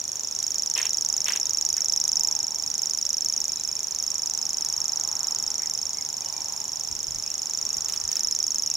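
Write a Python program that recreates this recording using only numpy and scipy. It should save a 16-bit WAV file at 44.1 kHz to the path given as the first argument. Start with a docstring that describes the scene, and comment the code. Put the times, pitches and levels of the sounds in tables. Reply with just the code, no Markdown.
"""A grasshopper warbler reels from a stem: about 26 times a second its syrinx sounds a rising tick
and a lower note, louder as the beak turns toward the listener. The reeds scatter the song.
Close by, a camera shutter gives two harsh rattles as its parts strike the resonant body.
Behind lie rustling stems, far birds, tyre noise from a distant road, puffs of wind and steady air."""
import sys
import numpy as np
from scipy import signal
from scipy.fft import rfft, irfft, next_fast_len
from scipy.io import wavfile
from scipy.ndimage import uniform_filter1d, map_coordinates

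SR = 44100
rng = np.random.default_rng(int(sys.argv[2]) if len(sys.argv) > 2 else 0)


def int16_out(signal):
    """Quantize to a 16-bit WAV file."""
    q = np.round(np.clip(np.atleast_2d(signal).T, -1, 1) * 32767)
    wavfile.write(sys.argv[1], SR, q.astype(np.int16))


N = 386316
BAND_LIMIT_HZ = 15900

# Spectrum of the open air. Each row: frequency in Hz, relative level in dB.
AIR_SPECTRUM = [(10, -29), (25, -14), (70, -.8), (130, -2), (250, -3.2), (310, -6.3), (390, -3),
                (700, -5.7), (1600, -10.2), (3000, -9.6), (5000, -5.8), (8000, -12.4), (12000, -13),
                (16000, -18.5)]
# Likeness of the two channels for air and road. Each row: frequency in Hz, coherence from 0 to 1.
COHERENCE = [(25, 0.66), (125, 0.95), (500, 0.69), (1000, 0.84), (2000, 0.15), (5000, 0.15), (12000, 0.05)]
# Wind on the microphone. Each row: start in seconds, level in dB, left minus right in dB.
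WIND_PUFFS = [(6.9, -41, -3), (7.064, -43, -5), (7.14, -46, 5), (7.756, -44, -2), (8.019, -46, 0)]
# Spectrum of tyre roar. Each row: frequency in Hz, relative level in dB.
TYRE_SPECTRUM = [(300, -16), (600, -14.5), (830, 0.5), (980, -2.5), (1250, -19.5), (2500, -17), (5000, -60)]
# Passing cars. Each row: time when nearest and half-power time in seconds, roar and hiss in dB.
CAR_PASSES = [(1.2, .25, -56, -60), (2.3, .18, -49.5, -65), (4.55, .35, -55, -59), (5.2, .2, -49, -52.5),
              (6.4, .25, -49.5, -68), (7.9, .18, -57, -53.5)]
TRAFFIC_ROAR_DB, TRAFFIC_HISS_DB = -61, -64  # steady traffic beyond them
# Far birds. Each row: start and length in seconds, first and last pitch in Hz, level in dB,
# roughness from 0 to 1.
FAR_CHIRPS = [(1.44, .048, 3580, 3730, -49.5, .2), (3.562, .053, 3800, 4060, -49, .1),
              (5.58, .1, 2200, 1847, -47.5, .86), (5.941, .087, 2180, 2050, -50.5, .44),
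              (6.21, .035, 2400, 2480, -53.5, .2), (6.227, .067, 2980, 2910, -51.5, .16),
              (6.29, .16, 2375, 2370, -58, .1), (7.24, .088, 2540, 2710, -52.5, .5),
              (7.673, .08, 2570, 2700, -54.5, .4), (7.85, .63, 1800, 1800, -60, .19),
              (8.62, .17, 3000, 2510, -54.5, .5)]
# A falling chirp that one bird repeats: a single row of the same kind.
REPEATED_CHIRP = (3.476, .048, 2580, 2270, -55.5, .08)
CHIRP_PERIOD_S, CHIRP_COUNT = .096, 4
# Dry stems. Each row: start in seconds, level in dB, centre and width in Hz, t60 in seconds.
STEM_RUSTLES = [(.425, -36.5, 1400, 2500, .03), (1.768, -40, 1830, 450, .17),
                (7.887, -33.5, 3900, 5000, .1), (7.935, -35.5, 3700, 5200, .15),
                (8.108, -35, 3900, 5000, .11), (8.154, -36.5, 3500, 5500, .2)]
# Blows of one shutter cycle. Each row: delay in seconds, level in dB, resonance in Hz, t60 in seconds.
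SHUTTER_BLOWS = [(0, -27.5, 2900, .02), (.006, -27.5, 2720, 0.05), (.02, -21.5, 2880, 0.044),
                 (.039, -27, 1860, 0.1), (0.0442, -41, 1930, .045), (.066, -35.5, 2820, 0.17),
                 (.085, -44, 2500, .05), (.09, -28, 2680, 0.079), (0.107, -34.5, 3250, 0.042)]
# Shutter cycles. Each entry: start in seconds.
SHUTTER_STARTS = [.7595, 1.2635]
# Response of the camera body. Each row: frequency in Hz, relative level in dB.
BODY_RESPONSE = [(200, -43), (366, -11.5), (800, -12.5), (875, -4.5), (1300, -11.5), (1940, -6.6),
                 (3100, -6.6), (4300, -10), (5590, -13), (6000, -7), (9000, -13), (15000, -22)]
# Echoes from the nearest stems. Each row: delay in ms, left and right gain in dB.
STEM_ECHOES = [(1.5, -21, -13), (2.7, -15.5, -18), (4.6, -21, -21)]
# Scattering by thin stems. Each row: frequency in Hz, gain in dB.
STEM_SCATTER = [(3000, 8), (5500, 0), (7000, 2.5), (10000, 7), (14000, 7)]
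# Ground echoes of the low note. Each row: delay in ms, left and right gain in dB.
GROUND_ECHOES = [(8.1, -17, -20), (12.77, -25, -21)]
# Phrases of the reel. Each row: first tick in seconds, number of syllables.
REEL_PHRASES = [(.0021, 37), (1.4564, 188)]
# Pace, dragging briefly as the head turns away. Each row: start in seconds, syllables per second.
REEL_TEMPO = [(0, 25.78), (.95, 25.677), (3.95, 25.72), (5.6, 25.596), (6.07, 25.292), (6.55, 25.714),
              (7.75, 25.912), (8.1, 25.661)]
STUMBLE_S, JITTER_S = 1.4185, .00015  # a syllable with only its low note; random slip of each tick
# Loudness of the song as the beak turns. Each row: time in seconds, level in dB.
BEAK_LEVEL = [(0.0, -19.0), (0.33, -18.8), (0.43, -15.0), (1.0, -13.6), (1.45, -14.0), (2.26, -11.9),
              (2.52, -18.2), (2.85, -14.8), (3.42, -14.5), (3.58, -18.1), (4.35, -15.9), (5.45, -15.9),
              (6.25, -19.9), (7.25, -19.1), (7.7, -16.2), (8.03, -18.3), (8.12, -14.0), (8.75, -14.5)]
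TICK_SWING, NOTE_SWING = .9, 1.13  # how strongly each part follows that curve
# Clicks of the syrinx opening. Each row: delay from the tick's peak in ms, level relative to the tick
# in dB, centre and width in Hz, t60 in seconds.
SYRINX_CLICKS = [(-4.8, -23, 4700, 3000, .005), (-1.0, -16, 6400, 3700, .011),
                 (11.7, -25, 5800, 5000, .016)]
# Direction of the song. Each row: frequency in Hz, left minus right in dB.
SONG_BALANCE = [(5500, -4.2), (6500, -1.8), (8500, 1.5), (14000, 1)]
# The low note's octave leaves the beak in a narrow band. Each row: frequency in Hz, gain in dB.
NOTE_BEAM = [(9000, 0), (10500, 0), (10950, 3), (11250, -6)]
# The tick's octave radiates unevenly along its sweep. Each row: frequency in Hz, gain in dB.
TICK_BEAM = [(8000, 3), (10000, 7), (12000, -6.5), (13000, 3), (13700, 8), (15000, 5)]
TICK_WIDTH_MS, TICK_HZ, TICK_TOP_HZ, TICK_SWEEP_MS = .47, 6510, 7480, .92
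OCTAVE_FLARE = .38  # extra dB of octave per dB of tick: it is beamed more narrowly
NOTE_DELAY_MS, NOTE_LENGTH_MS, NOTE_ATTACK_MS, NOTE_RELEASE_MS = 11.45, 5.4, .85, 2.5
NOTE_BOOST_DB, NOTE_FADE_DB_PER_MS, NOTE_BEND = 1.6, 1.6, .06
NOTE_HZ, SHARP_HZ, SETTLE_S = 5486, 95, 2.2  # the note starts the song a little high and settles


def amp(db):
    """Amplitude ratio of a level in decibels."""
    return 10 ** (np.asarray(db) / 20)


def decay(t, t60):
    """Exponential damping: 60 dB in t60 seconds."""
    return amp(-60 * t / t60)


def unit(x):
    """Normalisation to rms 1."""
    return x / np.sqrt(np.mean(x ** 2) + 1e-20)


def along(points, hz):
    """Interpolation of (Hz, value) points on a log frequency axis."""
    f, values = np.transpose(points)
    return np.interp(np.log(hz + 1), np.log(f + 1), values)


def wobble(rate):
    """Smooth random modulation: a spline with rate knots a second."""
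    knots = rng.standard_normal(int(N * rate / SR) + 4)
    return map_coordinates(knots, [np.arange(N) * rate / SR])


def filtered(x, response):
    """Linear filtering: the spectrum times a frequency response."""
    n = x.shape[-1]
    size = next_fast_len(n + 4096)
    return irfft(rfft(x, size) * response(np.fft.rfftfreq(size, 1 / SR)), size)[..., :n]


def resonance(f, hz, width):
    """Response of one damped mode."""
    return 1j * f * width / (hz * hz - f * f + 1j * f * width)


def noise(size, colour, coherence):
    """Stereo noise of rms 1; the ratio of mid to side sets its coherence."""
    def response(f):
        angle = np.arccos(np.clip(along(coherence, f), -1, 1)) / 2
        return colour(f) * np.array([np.cos(angle), np.sin(angle)])
    mid, side = filtered(rng.standard_normal((2, size)), response)
    return unit(np.array([mid + side, mid - side]))


def add(out, s, sound):
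    """Superposition of a short sound at s seconds."""
    start = max(round(s * SR), 0)
    part = out[..., start:start + sound.shape[-1]]
    part += sound[..., :part.shape[-1]]


def air():
    """Broadband ambient noise whose level wavers slightly."""
    return amp(-46 + .3 * wobble(3.48)) * noise(N, lambda f: amp(along(AIR_SPECTRUM, f)), COHERENCE)


def wind():
    """Turbulence at the microphone gives brief low-frequency puffs."""
    out, t = np.zeros((2, N)), np.arange(SR // 3) / SR
    envelope = decay(t, t60=.38) * (1 - np.exp(-t / .004))
    for s, db, pan_db in WIND_PUFFS:
        puff = noise(len(t), lambda f: resonance(f, hz=65, width=90) ** 2, coherence=[(80, .3)])
        add(out, s, amp([[db + pan_db / 2], [db - pan_db / 2]]) * envelope * puff)
    return out


def road():
    """Tyre noise adds in power, each car following the inverse-square law."""
    t = np.arange(N) / SR
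    roar_power, hiss_power = amp(TRAFFIC_ROAR_DB) ** 2, amp(TRAFFIC_HISS_DB) ** 2
    for s, near_s, roar_db, hiss_db in CAR_PASSES:
        nearness = 1 / (1 + ((t - s) / near_s) ** 2)
        roar_power += nearness * amp(roar_db) ** 2
        hiss_power += nearness * amp(hiss_db) ** 2
    roar = amp(.41 * wobble(9)) * noise(N, lambda f: amp(along(TYRE_SPECTRUM, f)), COHERENCE)
    hiss = noise(N, lambda f: resonance(f, hz=1160, width=650) ** 2, COHERENCE)
    return np.sqrt(roar_power) * roar + np.sqrt(hiss_power) * hiss


def far_birds():
    """Gliding whistles, roughened by frequency modulation and smeared by reverberation."""
    out = np.zeros(N)
    first_s, *chirp = REPEATED_CHIRP
    repeats = [(first_s + k * CHIRP_PERIOD_S, *chirp) for k in range(CHIRP_COUNT)]
    for s, length, start_hz, end_hz, db, rough in FAR_CHIRPS + repeats:
        progress = np.linspace(0, 1, int(length * SR))
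        waver = unit(uniform_filter1d(rng.standard_normal(len(progress)), size=50))
        hz = (start_hz + (end_hz - start_hz) * progress) * (1 + .137 * rough * waver)
        add(out, s, amp(db) * np.sin(np.pi * progress) * np.sin(2 * np.pi * np.cumsum(hz) / SR))
    t = np.arange(SR // 2) / SR
    tail = unit(rng.standard_normal((2, len(t))) * decay(t, t60=.18)) / np.sqrt(len(t))
    return out + amp(-2) * signal.fftconvolve(out[None], tail, axes=1)[:, :N]


def rustles():
    """Friction and impact between dry stems give damped bursts of noise."""
    out, t = np.zeros((2, N)), np.arange(SR // 5) / SR
    attack = 1 - np.exp(-t / .0012)
    for s, db, hz, width, t60 in STEM_RUSTLES:
        burst = noise(len(t), lambda f: resonance(f, hz, width), coherence=[(1000, .68)])
        add(out, s, amp(db) * attack * decay(t, t60) * burst)
    return out


def shutter():
    """Impact excitation: mirror and blades strike the camera body in the same order each cycle."""
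    out, t = np.zeros((2, N)), np.arange(SR // 8) / SR
    for start in SHUTTER_STARTS:
        for delay, db, hz, t60 in SHUTTER_BLOWS:
            colour = lambda f: amp(along(BODY_RESPONSE, f)) * (1 + 2.1 * resonance(f, hz, width=620))
            blow = noise(len(t), colour, coherence=[(1400, .92), (4000, .46), (15000, .12)])
            add(out, start + delay, amp(db) * decay(t, t60) * blow)
    return out


def beak_db(times, swing=1):
    """Directivity: the song's level as the beak turns, its swing scaled about the mean."""
    seconds, levels = np.transpose(BEAK_LEVEL)
    return levels.mean() + swing * (np.interp(times, seconds, levels) - levels.mean())


def reeds(song, stems_db, stems_t60, meadow_db, meadow_t60):
    """Scattering: near echoes shift as the bird moves; stems and meadow add diffuse tails."""
    out, t = np.zeros((2, N)), np.arange(SR // 3) / SR
    hop = SR // 12
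    for start in range(-hop, N, hop):
        index = np.arange(max(start, 0), min(start + 2 * hop, N))
        piece = song[:, index] * np.sin(np.pi * (index - start) / (2 * hop)) ** 2
        # a beak turned aside weakens the direct sound more than the diffuse field
        aside_db = np.mean(BEAK_LEVEL, axis=0)[1] - beak_db(index.mean() / SR)
        response = np.zeros((2, len(t)))
        for db, t60 in (stems_db + .25 * aside_db, stems_t60), (meadow_db + 1.2 * aside_db, meadow_t60):
            tail = rng.standard_normal(response.shape) * decay(t, t60) * (t > .0025)
            response += amp(db) * unit(tail) / np.sqrt(len(t))
        response = filtered(response, lambda f: amp(along(STEM_SCATTER, f)))
        for ms, *gains_db in STEM_ECHOES:
            lag = np.abs(np.round((ms + rng.normal(0, .03, 2)) * SR / 1000)).astype(int)
            response[[0, 1], lag] += amp(gains_db)
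        add(out, index[0] / SR, signal.fftconvolve(piece, response, axes=1))
    return out


def ground_reflection(f):
    """Interference of direct sound and ground echoes forms a comb filter."""
    return 1 + sum(amp([[left], [right]]) * np.exp(-2j * np.pi * f * ms / 1000)
                   for ms, left, right in GROUND_ECHOES)


def syllable_times():
    """A pulse train: within a phrase, ticks lie one period of the tempo apart."""
    starts, rates = np.transpose(REEL_TEMPO)
    times = []
    for s, count in REEL_PHRASES:
        for _ in range(count):
            times.append(s)
            s += 1 / rates[np.searchsorted(starts, s) - 1]
    return np.array(times)


def tick_shape(ms):
    """Gain and pitch in Hz of a Gaussian pulse on a rising sweep that levels off."""
    below_top = (TICK_TOP_HZ - TICK_HZ) * np.exp(-ms / TICK_SWEEP_MS)
    return np.exp(-.5 * (ms / TICK_WIDTH_MS) ** 2), np.maximum(TICK_TOP_HZ - below_top, 0)


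def note_shape(ms):
    """Gain and relative pitch of a damped tone that bends in from above and out below."""
    ramp = lambda u: np.sin(np.pi / 2 * np.clip(u, 0, 1)) ** 2
    attack, release = ramp(ms / NOTE_ATTACK_MS), ramp((NOTE_LENGTH_MS - ms) / NOTE_RELEASE_MS)
    bend = NOTE_BEND * (1 - 2 * np.clip(ms / NOTE_LENGTH_MS, 0, 1)) ** 3
    return attack * amp(-NOTE_FADE_DB_PER_MS * ms) * release, 1 + bend


def pips(times, shape, db, pitch, octave_db, flare, spread_db, spread_pitch, spread_ms, stretch):
    """Swept sines with a weak second harmonic, each varied at random."""
    slip, speed, detune, cycle, accent, brightness = rng.standard_normal((len(times), 6)).T[..., None]
    index = np.round(times * SR).astype(int)[:, None] + np.arange(-SR // 200, SR // 100)
    ms = (index / SR - times[:, None]) * 1000 + spread_ms * slip
    gain, glide = shape(ms * (1 + stretch * speed))
    hz = glide * pitch[:, None] * (1 + spread_pitch * detune)
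    phase = 2 * np.pi * (np.cumsum(hz, axis=1) / SR + cycle)
    octave = amp(octave_db + flare * (db - db.mean())[:, None] + 1.9 * brightness)
    wave = gain * amp(db[:, None] + spread_db * accent) * (np.sin(phase) + octave * np.sin(2 * phase))
    inside = (index >= 0) & (index < N)
    return np.bincount(index[inside], wave[inside], N)


def syrinx_clicks(times, tick_db):
    """Onset transients: the syrinx opens with faint, damped bursts of noise."""
    out, t = np.zeros(N), np.arange(SR // 50) / SR
    for ms, click_db, hz, width, t60 in SYRINX_CLICKS:
        impulses = np.zeros(N + SR)
        impulses[np.round((times + ms / 1000) * SR).astype(int)] = amp(tick_db + click_db)
        rasp = unit(filtered(rng.standard_normal(N), lambda f: resonance(f, hz, width) ** 2))
        out += rasp * signal.fftconvolve(impulses, decay(t, t60))[:N]
    return out


def warbler():
    """The syrinx oscillates in tick and low note by turns; the beak radiates them directionally."""
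    times = syllable_times()
    times += rng.normal(0, JITTER_S, len(times))
    note_times = np.append(times, STUMBLE_S) + NOTE_DELAY_MS / 1000
    tick_db = beak_db(times, TICK_SWING)
    note_db = beak_db(note_times, NOTE_SWING) + NOTE_BOOST_DB
    note_hz = NOTE_HZ + SHARP_HZ * np.exp(-note_times / SETTLE_S)
    ticks = pips(times, tick_shape, tick_db, np.ones(len(times)), octave_db=-26.3, flare=OCTAVE_FLARE,
                 spread_db=.4, spread_pitch=.008, spread_ms=.05, stretch=.05)
    notes = pips(note_times, note_shape, note_db, note_hz, octave_db=-29.3, flare=0,
                 spread_db=.6, spread_pitch=.007, spread_ms=.2, stretch=.07)
    ticks = filtered(ticks, lambda f: amp(along(TICK_BEAM, f)))
    ticks += syrinx_clicks(times[1:], tick_db[1:])
    # the low note spreads more widely than the tick, so the ground returns it
    notes = filtered(notes, lambda f: amp(along(NOTE_BEAM, f)) * ground_reflection(f))
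    return filtered(ticks + notes, lambda f: amp(np.outer([.5, -.5], along(SONG_BALANCE, f))))


def scene():
    """Superposition of the direct song, its scattered field and the surroundings."""
    song = warbler()
    scattered = reeds(song, stems_db=-10.3, stems_t60=.032, meadow_db=-12.5, meadow_t60=.89)
    return song + scattered + shutter() + rustles() + far_birds() + air() + wind() + road()


def record(dry):
    """An ideal low-pass filter passes nothing above the band limit."""
    return filtered(dry, lambda f: f < BAND_LIMIT_HZ)


dry = scene()
out = record(dry)
int16_out(out)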